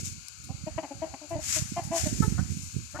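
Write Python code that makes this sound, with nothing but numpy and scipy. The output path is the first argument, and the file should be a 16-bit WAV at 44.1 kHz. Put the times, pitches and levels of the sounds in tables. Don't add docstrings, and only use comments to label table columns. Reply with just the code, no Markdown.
import sys
import numpy as np
from scipy import signal
from scipy.fft import rfft, irfft
from scipy.io import wavfile
from scipy.ndimage import uniform_filter1d, minimum_filter1d

SR = 44100
rng = np.random.default_rng(int(sys.argv[2]) if len(sys.argv) > 2 else 0)


def store_pcm(level_fs):
    pcm = np.round(np.clip(level_fs, -1, 1) * 32767).astype(np.int16)
    wavfile.write(sys.argv[1], SR, np.atleast_2d(pcm).T)


def natural_amplitude(level_db):
    exponent = np.asarray(level_db, float) / 20
    return 10 ** exponent


N = 132300
T = np.arange(N) / SR


def in_time(rows):
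    return np.interp(T, *np.transpose(rows))


def at_hz(points, hz):
    p = np.array(points)
    return np.interp(np.log(hz), np.log(p[:, 0]), p[:, 1])


def rms_one(x):
    return x / np.sqrt(np.mean(x ** 2) + 1e-20)


def drift(rate):
    r = np.exp(-20 * np.pi * rate / SR)
    noise = rng.standard_normal(N // 10 + 4002)
    slow = signal.lfilter([1], [1, -2 * r, r * r], noise)[4000:]
    return np.interp(np.arange(N) / 10, np.arange(len(slow)), rms_one(slow - slow.mean()))


def colour(x, points, skirt_db=-40):
    low_end = (points[0][0] / 2, points[0][1] + skirt_db)
    high_end = (points[-1][0] * 2, points[-1][1] + skirt_db)
    ends = [low_end] + list(points) + [high_end]
    hz = np.arange(N // 2 + 1) * SR / N + 1
    return irfft(rfft(x) * natural_amplitude(at_hz(ends, hz)), N)


def swell(t, rise, hold, fall):
    attack = np.sin(np.pi / 2 * np.clip(t / rise, 0, 1)) ** 2
    return attack * np.exp(-np.maximum(t - hold, 0) / fall)


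def wind():
    # t/s, level/dB, f/Hz
    gusts = [(0.035, -28, 115), (0.077, -30, 165), (0.126, -28, 108), (0.182, -35.5, 125), (0.403, -36, 94),
             (0.505, -20.5, 138), (0.55, -25.5, 99), (0.59, -43, 119), (0.641, -25.5, 142),
             (0.674, -27, 154), (0.705, -35.5, 129), (0.766, -27, 103.4), (0.955, -30.5, 102.5),
             (0.974, -33.5, 107), (1.004, -33, 120), (1.068, -35, 107), (1.142, -36, 124), (1.312, -39, 76),
             (1.33, -27, 106), (1.358, -23, 97), (1.386, -28.5, 136), (1.402, -44, 108), (1.568, -27, 114),
             (1.598, -22, 124), (1.624, -18, 123), (1.659, -28.5, 144), (1.699, -31, 93.5),
             (1.723, -21.5, 205), (1.781, -24, 173), (1.824, -27.5, 108), (1.854, -24, 136),
             (1.877, -23, 135), (1.909, -21, 193), (1.99, -41, 130), (2.039, -17, 103), (2.072, -15, 196),
             (2.129, -17, 204), (2.157, -29, 98), (2.174, -50, 133), (2.207, -9, 159), (2.226, -17.5, 190),
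             (2.245, -13.5, 118), (2.281, -7.5, 179), (2.307, -27, 86.4), (2.325, -14, 150),
             (2.352, -46, 116), (2.37, -37, 152), (2.394, -12.5, 152), (2.414, -17.5, 171),
             (2.43, -18.5, 142), (2.45, -31, 128), (2.505, -23, 147), (2.522, -20.5, 163),
             (2.572, -19.5, 163), (2.597, -28.5, 154), (2.637, -29.5, 137), (2.745, -29, 142),
             (2.768, -17, 135), (2.787, -24, 116), (2.956, -39, 117)]
    # t/s, level/dB
    right_breeze = [(0, -35.5), (.17, -41.5), (.25, -48), (.37, -49.5), (.45, -41), (.8, -39), (.88, -54),
                    (1, -40.5), (1.27, -52), (1.35, -41), (1.97, -34.5), (2.2, -23.5), (2.58, -31.5),
                    (2.68, -41), (2.8, -31.5), (2.88, -43.5), (3, -34)]
    # t/s, level/dB
    left_breeze = [(0, -73), (2.26, -100), (2.3, -57), (2.66, -62), (2.72, -73), (2.8, -58), (3, -63)]
    # f/Hz, level/dB
    breeze_colour = [(30, -107), (50, -1), (90, 5.5), (130, -3.5), (200, -8), (300, -12.5), (450, -23.5),
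                     (700, -37)]
    gust_cycles, edge_db, breeze_db = 0.43, -6.5, -2.5
    thumps, push = np.zeros(N), np.zeros(N)
    for (s, db, hz), start in zip(gusts, rng.uniform(-1.04, 1, len(gusts))):
        shape = natural_amplitude(db) * np.exp(-.5 * ((T - s) * hz / gust_cycles) ** 2)
        thumps += shape * np.sin(np.pi * start + 2 * np.pi * hz * (T - s))
        push += shape
    edge = rms_one(colour(rng.standard_normal(N), [(150, -21.5), (300, -20.5), (600, -43.5)]))
    rough = natural_amplitude(edge_db) * edge * push ** 1.67 / push.max() ** .5
    thumps = colour(thumps, [(70, 0.015), (900, 0)], skirt_db=-15) + rough
    left, right = (rms_one(colour(rng.standard_normal(N), breeze_colour) * natural_amplitude(1.17 * drift(8.2)))
                   for _ in "LR")
    return np.array([natural_amplitude(in_time(left_breeze)) * left,
                     thumps + natural_amplitude(in_time(right_breeze) + breeze_db) * right])


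def gravel():
    # t/s, level/dB
    scuff = [(0, -40), (.04, -46), (.055, -36.5), (.17, -55), (1.38, -60), (1.44, -37.5), (1.565, -26.5),
             (1.64, -41.5), (1.8, -48), (1.91, -52.5), (1.97, -29), (2.04, -35), (2.06, -34), (2.11, -39),
             (2.46, -48), (2.52, -44), (3, -53)]
    # f/Hz, level/dB
    gravel_colour = [(700, -23), (1500, -5.5), (2500, -2), (3400, -6), (4400, -2), (7000, 8), (9500, -6),
                     (14500, -14.5)]
    # f/Hz, level/dB
    right_shadow = [(1000, -2.5), (2500, -13), (4400, -21), (7000, -9), (14000, -7)]
    # t/s, peak level/dB, length/s
    tick_rows = [(0.283, -30, 0.00087), (0.438, -44, 0.024), (1.292, -45, 0.032), (1.835, -39.5, 0.048),
                 (1.969, -50, 0.00054), (1.999, -30, 0.0015), (2.22, -37, 0.06), (2.626, -43, 0.03),
                 (0.053, -46, 0.0036), (2.91, -47, 0.02)]
    gravel_db, grains_per_s, grain_db = 5.5, 2200, -29
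    out, ticks = [], np.zeros(N)
    for s, db, length in tick_rows:
        ticks += natural_amplitude(db + 1.5) * swell(T - s, 0.0007, 0.0016, max(length, .001))
    clump = natural_amplitude(1.17 * drift(140))
    for shadow in ([(100, 0.0066), (200, 0.026)], right_shadow):
        hits = rng.random(N) < grains_per_s / SR
        grains = hits * natural_amplitude(5.3 * rng.exponential(1, N)) * rng.choice([-1, 1], N)
        rasp = natural_amplitude(grain_db) * rms_one(grains) + rng.standard_normal(N)
        rasp = rms_one(colour(rasp, gravel_colour))
        snap = rms_one(colour(rng.standard_normal(N), [(3000, 12), (7000, 27.3), (14000, 11.3)]))
        ground = natural_amplitude(in_time(scuff) + gravel_db) * clump * rasp
        out.append(colour(ground + ticks * snap, shadow, skirt_db=-1.5))
    return np.array(out)


def far_hiss():
    # f/Hz, level/dB
    low_part = [(300, -14), (1000, -5), (1400, 2.5), (1900, -0.5), (2500, 3.5), (3500, -7.5), (4500, 7),
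                (5300, -3)]
    # f/Hz, level/dB
    high_part = [(7000, 9.5), (8500, -8), (12000, -14), (13500, -42)]
    hiss_db, right_db = -46, -67
    points = list(low_part) + list(high_part)
    hiss = [rms_one(colour(rng.standard_normal(N), points)) * natural_amplitude(hiss_db + drift(5.1) / 2) for _ in "LR"]
    return hiss * natural_amplitude([[0], [right_db]])


def calls(rows, beaks, throat, release_s, breath_db):
    wobble_depth, shimmer_db = .006, .8
    arch_per_s2, scoop, scoop_s = 12, .025, .005
    out, wobble = np.zeros((2, N)), drift(75)
    breath = rms_one(colour(rng.standard_normal(N), throat))
    k = np.arange(2, 23)[:, None] / 2
    lags = rng.integers(0, N, len(k))
    shimmer = natural_amplitude(shimmer_db * np.sqrt(k) * [np.roll(wobble, lag) for lag in lags])
    for (s, length, db, hz, pan_db), (beak_db, rattle, sag, attack_s) in zip(rows, beaks):
        on = (T >= s) & (T < s + length + 8 * release_s)
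        t = T[on] - s
        middle = t - length / 2
        bend = 1 - sag * middle - arch_per_s2 * middle ** 2 - scoop * np.exp(-t / scoop_s)
        phase = 2 * np.pi * np.cumsum(hz * (bend + wobble_depth * wobble[on])) / SR
        open_db = np.clip(np.log2(k * hz / 600), 0, 1) * (beak_db - 80 * t)
        rattle_gain = np.where(k % 1, np.clip(rattle, 0, 1), 1)
        gains = natural_amplitude(at_hz(throat, k * hz) + open_db) * rattle_gain * shimmer[:, on]
        voice = np.sum(gains * np.sin(k * phase - k ** 2 / 2), axis=0)
        voice += natural_amplitude(breath_db + beak_db) * breath[on] * (1 + np.cos(phase))
        ports = natural_amplitude([[db + 5.0], [db + 2.5 - pan_db]])
        out[:, on] += ports * voice * swell(t, attack_s, length, release_s)
    return out


def clucks():
    # t/s, length/s, level/dB, f/Hz, left-right/dB
    rows = [(.488, 0.025, -40.5, 253, -2), (.663, 0.02, -29.5, 314.5, 4), (.778, 0.011, -25, 323, 2),
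            (.830, 0.023, -37, 301, -2.5), (.906, 0.015, -30.5, 281.7, 0.5),
            (1.017, 0.027, -28.5, 320.3, 3.5), (1.138, 0.0051, -33, 275, -0.5),
            (1.215, 0.039, -39.5, 303.7, 1), (1.303, 0.044, -30.5, 335.5, 2.5),
            (1.352, 0.018, -29, 302.6, 2), (1.386, 0.0081, -32, 312, 6), (1.557, 0.024, -33.5, 314, 1.5),
            (1.762, 0.033, -32, 347, -2.5), (1.908, 0.068, -30.5, 334.4, -2),
            (2.052, 0.025, -36.5, 304.7, -11), (2.939, 0.019, -37, 293, -2), (2.988, 0.02, -33, 305, -1)]
    # beak opening/dB, half-pitch rattle/0-1, pitch sag/per s, attack/s
    beaks = [(1, .05, -2.5, .006), (0, .05, .3, .014), (6, .25, .2, .004), (7, .3, 7, .003),
             (-6, .1, 1, .006), (0, .03, .1, .007), (6, .4, 3, .003), (-8, .05, 1.5, .002),
             (0, .03, .3, .011), (-8, .15, .5, .006), (-6, .15, .5, .006), (-8, .15, .5, .015),
             (10, .03, .4, .009), (5, .25, -.1, .016), (-8, .05, .3, .015), (-6, .3, -3, .01),
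             (6, .25, .3, .002)]
    # f/Hz, level/dB
    throat = [(250, -6), (330, -6.5), (660, 0), (1040, -18), (1350, -35.5), (1900, -26.5), (3100, -29.5),
              (3500, -49)]
    return calls(rows, beaks, throat, release_s=.009, breath_db=-18)


def squawks():
    # t/s, length/s, level/dB, f/Hz, left-right/dB
    rows = [
        (2.219, 0.019, -30, 439, 3),
        (2.236, 0.025, -27.5, 435, -3),
        (2.374, 0.024, -33.5, 358.2, -0.5),
        (2.942, 0.033, -38, 348.6, 2),
    ]
    # beak opening/dB, half-pitch rattle/0-1, pitch sag/per s, attack/s
    beaks = [
        (8, .06, .2, .01),
        (-10, .05, 0, .008),
        (2, .5, -4, .012),
        (6, .5, -4, .02),
    ]
    # f/Hz, level/dB
    throat = [(330, -18), (700, -12), (880, -12), (1100, -18), (1320, -6), (1750, -17), (2200, -32),
              (3000, -42)]
    return calls(rows, beaks, throat, release_s=.007, breath_db=-24)


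def coop(x):
    t60_s, wall_cut_hz, scatter = .4, 1000, 1.8
    t = T[:SR // 2]
    tail = rng.standard_normal((2, len(t))) * natural_amplitude(-60 * t / t60_s) * swell(t, .03, 1, 1)
    tail = signal.sosfilt(signal.butter(1, wall_cut_hz, fs=SR, output="sos"), tail)
    tail = tail / np.sqrt(np.sum(tail ** 2) / 2)
    scattered = x[None] * (1 + scatter * drift(144))
    return signal.fftconvolve(scattered, tail, axes=1)[:, :N]


def birds():
    coop_db, gap_hz, gap_width_hz, body_hz, right_dull_hz = -29, 473, 98, 239, 1210
    hens, shrill = clucks(), squawks()
    hens = hens + natural_amplitude(coop_db) * coop((hens + shrill).mean(axis=0))
    hz = np.arange(N // 2 + 1) * SR / N
    gap = 1 - 0.96 * np.exp(-.5 * ((hz - gap_hz) / gap_width_hz) ** 2)
    right_dull = 1 / (1 + (hz / right_dull_hz) ** 3)
    bass_cut = 1 / (1 + (body_hz / (hz + 1)) ** 8)
    ports = np.array([hz ** 0, right_dull]) * bass_cut
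    return irfft((rfft(hens) * gap + rfft(shrill)) * ports, N)


def scene():
    return wind() + gravel() + far_hiss() + birds()


def gate(power, hz):
    top_hz, span_db, gate_db, patch_db = 2120, 7, -4, 5
    notch_hz, notch_width_hz, notch_depth_db = 1900, 130, -12
    level = 10 * np.log10(power[0, (hz > 1000) & (hz < 2000)].sum(axis=0) + 1e-20)
    held = -minimum_filter1d(-level, size=17, origin=6)
    idle = np.clip(1.3 - (held - np.percentile(held, 10)) / span_db, 0, 1)
    idle = uniform_filter1d(idle, size=9)
    notch_db = notch_depth_db * np.exp(-.5 * ((hz[:, None] - notch_hz) / notch_width_hz) ** 2)
    patches = rms_one(uniform_filter1d(rng.standard_normal(power.shape), size=24, axis=2))
    sink_db = gate_db + notch_db + patch_db * np.minimum(patches, 1)
    return natural_amplitude(idle * sink_db * (hz < top_hz)[:, None] * (hz > 450)[:, None])


def band_limit(x):
    return signal.sosfilt(signal.butter(12, 15080, fs=SR, output="sos"), x)


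def record(dry):
    quell_right, quell_db = 1.3, -16
    hz, _, cells = signal.stft(dry, SR, nperseg=512)
    power = uniform_filter1d(abs(cells) ** 2, size=8, axis=2)
    power = uniform_filter1d(power, size=2, axis=1)
    rest = uniform_filter1d(minimum_filter1d(power, size=90, axis=2), size=15, axis=1)
    rest = rest * [[[0]], [[quell_right]]]
    quell = np.maximum(1 - rest / (power + 1e-20), natural_amplitude(quell_db))
    quelled = signal.istft(cells * gate(power, hz) * quell, nperseg=512)[1][:, :N]
    top_cut = signal.cheby2(12, 60, 15150, fs=SR, output="sos")
    mix = signal.sosfilt(top_cut, quelled)
    return band_limit(mix)


dry = scene()
out = record(dry)
store_pcm(out)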